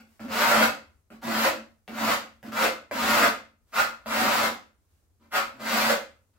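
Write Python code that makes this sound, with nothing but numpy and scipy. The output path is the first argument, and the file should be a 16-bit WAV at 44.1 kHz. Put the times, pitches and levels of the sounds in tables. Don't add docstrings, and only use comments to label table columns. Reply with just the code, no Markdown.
import sys
import numpy as np
from scipy import signal
from scipy.fft import rfft, irfft
from scipy.io import wavfile
from scipy.ndimage import uniform_filter1d, map_coordinates

SR = 44100
rng = np.random.default_rng(int(sys.argv[2]) if len(sys.argv) > 2 else 0)


def output_pcm(signal):
    pcm = np.clip(np.atleast_2d(signal).T, -1, 1) * 32767
    wavfile.write(sys.argv[1], SR, np.round(pcm).astype(np.int16))


N = 281358
TIME = np.arange(N) / SR


def amp(db):
    return 10 ** (np.asarray(db) / 20)


def unit_rms(x):
    return x / np.sqrt(np.mean(x ** 2) + 1e-20)


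def curve_at(points, hz):
    f, value = np.transpose(points)
    return np.interp(np.log(hz + 1), np.log(f), value)


def add(mix, start_s, sound):
    part = mix[round(start_s * SR):][:len(sound)]
    part += sound[:len(part)]


def swells(rows, window=signal.windows.hann):
    gain = np.zeros(N)
    for start_s, length_s, db in rows:
        add(gain, start_s, amp(db) * window(round(length_s * SR)))
    return gain


def ring(x, spectrum, modes=(), size=16384):
    hz = np.fft.rfftfreq(size, 1 / SR)
    peaks_db = sum(lift / (1 + ((hz - f) / width * 2) ** 2) for f, width, lift in modes)
    db = curve_at(spectrum, hz) + peaks_db
    log_gain = np.log(amp(np.r_[db, db[-2:0:-1]]))
    minimum_phase = np.exp(np.conj(signal.hilbert(log_gain)))
    response = np.fft.ifft(minimum_phase).real[:size // 2]
    return signal.oaconvolve(x, response / np.linalg.norm(response))[:N]


def wander(per_s):
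    hz = np.fft.rfftfreq(N, 1 / SR)
    return unit_rms(irfft(rfft(rng.standard_normal(N)) / np.sqrt(1 + (hz / per_s) ** 4), N))


def grains(per_s, spread_db):
    size = amp(spread_db * np.minimum(rng.exponential(1, N), 4))
    return unit_rms(size * rng.choice([-1, 1], N) * (rng.random(N) < per_s / SR))


def blend(a, b, share):
    return np.sqrt(1 - share) * a + np.sqrt(share) * b


# frequency in Hz, correlation between them.
PORT_CORRELATION = [(50, 0.71), (250, 0.79), (550, 0.52), (900, 0.18), (1500, 0.094), (3000, 0.039),
                    (16000, 0)]

def port_pair(x):
    a, b = rfft(x)
    hz = np.fft.rfftfreq(x.shape[1], 1 / SR)
    angle = np.arccos(curve_at(PORT_CORRELATION, hz)) / 2
    mid, side = a * np.cos(angle), b * np.sin(angle)
    return irfft([mid + side, mid - side], x.shape[1])


# frequency in Hz, relative level in dB.
ROOM_TONE = [(15, -64), (25, -32), (37, -15.5), (50, -12.5), (76, -7), (96, -8), (110, -18), (184, -25.5),
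             (324, -27), (2970, -45.5), (6850, -42), (15800, -45)]

def room_tone(level_db=-67.5):
    air = np.array([ring(rng.standard_normal(N), ROOM_TONE) for _ in range(2)])
    return amp(level_db + 1.2 * wander(per_s=4)) * unit_rms(port_pair(air))


# start in seconds, length in seconds, level in dB.
RUSTLES = [(0.0, 0.24, -69), (3.63, 0.23, -63), (4.753, 0.35, -79)]
# frequency in Hz, relative level in dB.
CLOTH = [(300, -8), (1200, -2.5), (3000, -10), (7000, -10.5), (15000, -11)]

def sleeve():
    return ring(swells(RUSTLES) * grains(per_s=1300, spread_db=1.5), CLOTH)


# start and length in seconds, hiss and boom drive in dB.
RUBS = [(0.0, 0.0079, -56, -46.5), (0.195, 0.077, -57, -38.5), (1.1, 0.067, -66, -46),
        (1.883, .06, -56.5, -39), (2.437, 0.059, -57, -41.5), (5.193, 0.082, -77, -62.5),
        (5.535, 0.041, -65, -50), (6.33, .04, -82.5, -83)]

def rubs(chatter_over_hiss_db=8, fade_share=0.22):
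    power = np.zeros((3, N))
    for start_s, length_s, hiss_db, boom_db in RUBS:
        touch = signal.windows.tukey(round(length_s * SR), fade_share)
        for layer, db in zip(power, (hiss_db, hiss_db + chatter_over_hiss_db, boom_db)):
            add(layer, start_s, (amp(db) * touch) ** 2)
    return power


def slips(per_s, jitter, spread_db):
    pace = per_s * np.exp(jitter * wander(per_s))
    count = np.floor(np.cumsum(pace) / SR)
    kicks = np.diff(count, prepend=0) * amp(spread_db * rng.standard_normal(N))
    return unit_rms(kicks - uniform_filter1d(kicks, size=256))


# frequency in Hz, relative level in dB.
GRIT = [(300, -25), (1500, -3), (2700, -3), (3200, -5), (4600, -4), (5800, -10), (7700, -10), (8600, -15),
        (9400, -21), (10300, -13), (12200, -11.5), (15800, -12)]
BLADE = [(200, -44), (500, -29.5), (750, -3.5), (1050, -2.5), (1350, -0.5), (1650, -3.5), (2100, -8.5),
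         (2700, -14), (3500, -18.5), (8000, -39)]
TIPPED_BLADE = [(400, -38.5), (800, -10.5), (1150, -7), (1330, 2), (1480, -1), (1680, -14.5), (2600, -13),
                (6000, -42)]
FLEX = [(150, -36), (300, -7.5), (410, -12.5), (520, -1), (700, 0), (850, -2), (1200, -8.5), (2500, -26.5),
        (6000, -49.5)]
BOOM = [(25, -31), (65, -14), (115, -6.5), (145, -9), (180, -7.5), (230, 4.5), (300, 0.5), (400, -6),
        (600, -33.5), (2000, -45)]
# frequency in Hz, width in Hz, lift in dB.
BLADE_MODES = [(975.6, 44, 5.6), (1233, 22, 5.7), (1330, 39, 2.4), (1488, 21, 5.6), (2092, 71, 8),
               (2310, 31, 1.9), (2645, 100, 5.2)]
FLEX_MODES = [(476, 16, 1.7), (525, 7.6, 4), (569, 36, 4.1), (662.3, 6.3, 2.3), (747, 17, 2.5)]
BOOM_MODES = [(223, 9.4, 11), (275, 7.5, 4.3)]

def scrape(hiss_db, chatter_db, boom_db):
    bite = amp(wander(per_s=29))
    kicks = slips(per_s=280, jitter=.7, spread_db=2.5)
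    sand = blend(grains(per_s=9000, spread_db=3.5), kicks, share=0.15)
    drag = blend(grains(per_s=3500, spread_db=-1.0), kicks, share=0.35) * bite * amp(chatter_db - 1.5)
    tipped = np.clip((chatter_db - hiss_db - 6.0) / 7, 0, .85)
    blade = blend(ring(drag, BLADE, BLADE_MODES), ring(drag, TIPPED_BLADE, BLADE_MODES), share=tipped)
    blade /= np.sqrt(tipped) + np.sqrt(1 - tipped)
    flex_db = 0.75 * chatter_db + 0.29 * boom_db - 3.5
    bending = blend(grains(per_s=2500, spread_db=1.5), kicks, share=0.16) * bite * amp(flex_db)
    flex = ring(bending, FLEX, FLEX_MODES)
    hiss = ring(sand * bite * amp(hiss_db + 2), GRIT)
    boom = ring(grains(per_s=1800, spread_db=1.5) * amp(boom_db - 5.5), BOOM, BOOM_MODES)
    return hiss + blade + flex + boom


def board_drum(force_db, hz=224.4, t60_s=0.27, waver_hz=4.0, waver_db=-1.0):
    retained = np.exp(-2 * np.log(1000) / (t60_s * SR))
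    energy = signal.lfilter([1 - retained], [1, -retained], amp(force_db) ** 2)
    turns = np.cumsum(hz + waver_hz * wander(per_s=26)) / SR
    return np.sqrt(2 * energy) * amp(waver_db * wander(per_s=34)) * np.sin(2 * np.pi * turns)


# start in seconds, strength in dB.
LANDINGS = [(0.195, -45.5), (0.283, -39.5), (1.103, -48.5), (1.229, -47), (1.878, -36.5), (2.429, -40.5),
            (2.521, -43), (2.912, -29), (4.060, -35.5), (5.329, -55), (5.598, -45.5)]

def landings(contact_s=0.0021):
    t = np.arange(SR // 20) / SR
    blows = np.zeros(N)
    for start_s, db in LANDINGS:
        add(blows, start_s, amp(db) * np.exp(-t / contact_s) * rng.standard_normal(len(t)))
    edge = amp(7.0) * ring(blows, BLADE, BLADE_MODES) + amp(-8.0) * ring(blows, GRIT)
    return edge + amp(9.5) * ring(blows, FLEX, FLEX_MODES) + amp(1.0) * ring(blows, BOOM, BOOM_MODES)


# start, time to full speed and length in seconds,
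# depth of the opening swell in dB, then hiss, chatter and boom drive at full speed in dB.
STROKES = [(0.278, 0.15, 0.36, 19, -31, -23, -37.5), (1.212, 0.23, 0.25, 17, -32.5, -27, -36.5),
           (1.927, 0.22, 0.19, 19.5, -30.5, -23.5, -36.5), (2.508, 0.13, 0.14, 18.5, -33, -23.5, -37),
           (2.907, 0.2, 0.34, 16.5, -30.5, -24, -34.5), (3.716, 0.084, .082, 27, -30, -19.5, -45.5),
           (4.052, 0.13, 0.4, 16, -33, -26, -37), (5.303, 0.059, 0.07, 27, -34, -22, -47.5),
           (5.583, 0.18, .32, 23, -31.5, -26, -37)]

def strokes(bite_s=.018, linger_db_per_s=136.5):
    swell_share = (1, 1, 0.25)
    lift_db_per_s, linger_db = (327, 403, 197), (-29.5, -17, -16)
    t = np.arange(SR) / SR
    bite = np.minimum(t / bite_s, 1)
    power = np.zeros((3, N))
    for start_s, rise_s, length_s, swell_db, *full_db in STROKES:
        slow_db = swell_db * np.maximum(1 - t / rise_s, 0) ** 2
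        swell = amp(-np.outer(swell_share, slow_db))
        lifted_s = np.maximum(t - length_s, 0)
        contact = amp(-np.outer(lift_db_per_s, lifted_s))
        linger = amp(linger_db)[:, None] * amp(-linger_db_per_s * lifted_s)
        gains = amp(full_db)[:, None] * bite * swell * np.maximum(contact, linger)
        for layer, gain in zip(power, gains):
            add(layer, start_s, gain ** 2)
    return power


# start in seconds, length in seconds, boom drive in dB.
PUSHES = [(0.49, 0.17, -29), (1.229, 0.069, -32), (1.979, 0.088, -31.5), (4.194, 0.064, -26),
          (5.704, 0.085, -32)]

def pushes():
    return swells(PUSHES) ** 2


# start and length in seconds, grip in dB.
JUDDERS = [(0.498, .04, -24), (0.601, 0.047, -21), (1.428, 0.048, -23.5), (2.062, 0.062, -30.5),
           (2.617, 0.049, -26.5), (3.218, 0.033, -16.5), (4.411, 0.04, -28.5), (5.891, 0.032, -21)]

def judder():
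    grip = swells(JUDDERS, window=lambda n: signal.windows.tukey(n, .4))
    kicks = slips(per_s=190, jitter=.45, spread_db=3.0)
    hops = grip * blend(kicks, grains(per_s=1500, spread_db=4.5), share=0.61)
    board = amp(-1.0) * ring(hops, FLEX, FLEX_MODES)
    return board + amp(-0.5) * ring(hops, BLADE, BLADE_MODES) + amp(-14) * ring(hops, GRIT)


# start in seconds, length in seconds, rasp in dB.
FLICKS = [(3.761, 0.05, -22), (5.339, 0.04, -30.5)]
# frequency in Hz, relative level in dB, t60 in seconds.
FREE_BLADE_MODES = [(545, -11.5, 0.38), (1412, 0, 0.27), (1510, -2, 0.17), (1750, -9, 0.25),
                    (2080, -22, .25)]

def flicks():
    rasp = swells(FLICKS) * grains(per_s=2500, spread_db=3.5)
    t = np.arange(SR // 2) / SR
    steel = sum(amp(db - 60 * t / t60_s) * np.sin(2 * np.pi * hz * t)
                for hz, db, t60_s in FREE_BLADE_MODES)
    return signal.oaconvolve(rasp, steel / np.linalg.norm(steel))[:N]


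def direct(x, lag_s=.00003, sway_s=.00005):
    lag = lag_s + sway_s * wander(per_s=1.5)
    return np.array([map_coordinates(x, [(TIME - lag) * SR], order=3), x])


# frequency in Hz, t60 in seconds.
ROOM_DECAY = [(100, 0.4), (250, 0.35), (1000, 0.3), (3000, .33), (7000, .30), (15000, 0.21)]

def room_tail(first_s=.003, echoes_per_s=3500):
    t = np.arange(SR // 2) / SR
    signs = rng.choice([-1., 1.], (2, len(t)))
    arrivals = (rng.random((2, len(t))) < echoes_per_s / SR) * (t > first_s)
    hz, age_s, bands = signal.stft(port_pair(signs * arrivals), SR, nperseg=256)
    decay = amp(-60 * age_s / curve_at(ROOM_DECAY, hz)[:, None])
    echoes = signal.istft(bands * decay, SR, nperseg=256)[1]
    return echoes / np.sqrt(np.sum(echoes ** 2) / 2)


def room(x, rounds_per_s=2.6, tails=7):
    turn = (rounds_per_s * tails * TIME + np.arange(tails)[:, None]) % tails
    feeds = x * np.sin(np.pi * np.minimum(turn, 2) / 2)
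    return sum(signal.oaconvolve(feed[None], room_tail(), axes=1)[:, :N] for feed in feeds)


def scene():
    power = rubs() + strokes()
    power[2] += pushes()
    hiss_db, chatter_db, boom_db = 10 * np.log10(power + 1e-12)
    trowel = scrape(hiss_db, chatter_db, boom_db) + judder() + landings() + flicks() + sleeve()
    board = board_drum(boom_db - 3) * amp([[-1], [1]])
    return amp(-5.0) * direct(trowel) + amp(1.01) * room(trowel) + board + room_tone()


# frequency in Hz, left minus right in dB.
PORT_BALANCE = [(100, 1.5), (450, -1.7), (1400, 0.75), (2800, 1), (3500, -0.8), (4800, -1), (6000, 4.5),
                (7300, -0.5), (8200, 6), (9500, 0), (11900, -4), (13500, -4.5), (15800, 3)]

def record(dry):
    lean_db = curve_at(PORT_BALANCE, np.fft.rfftfreq(N, 1 / SR)) / 2
    coloured = irfft(rfft(dry) * amp([lean_db, -lean_db]), N)
    lowpass = signal.firwin(511, cutoff=15880, window=("kaiser", 9), fs=SR)
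    return signal.oaconvolve(coloured, lowpass[None], "same")


dry = scene()
out = record(dry)
output_pcm(out)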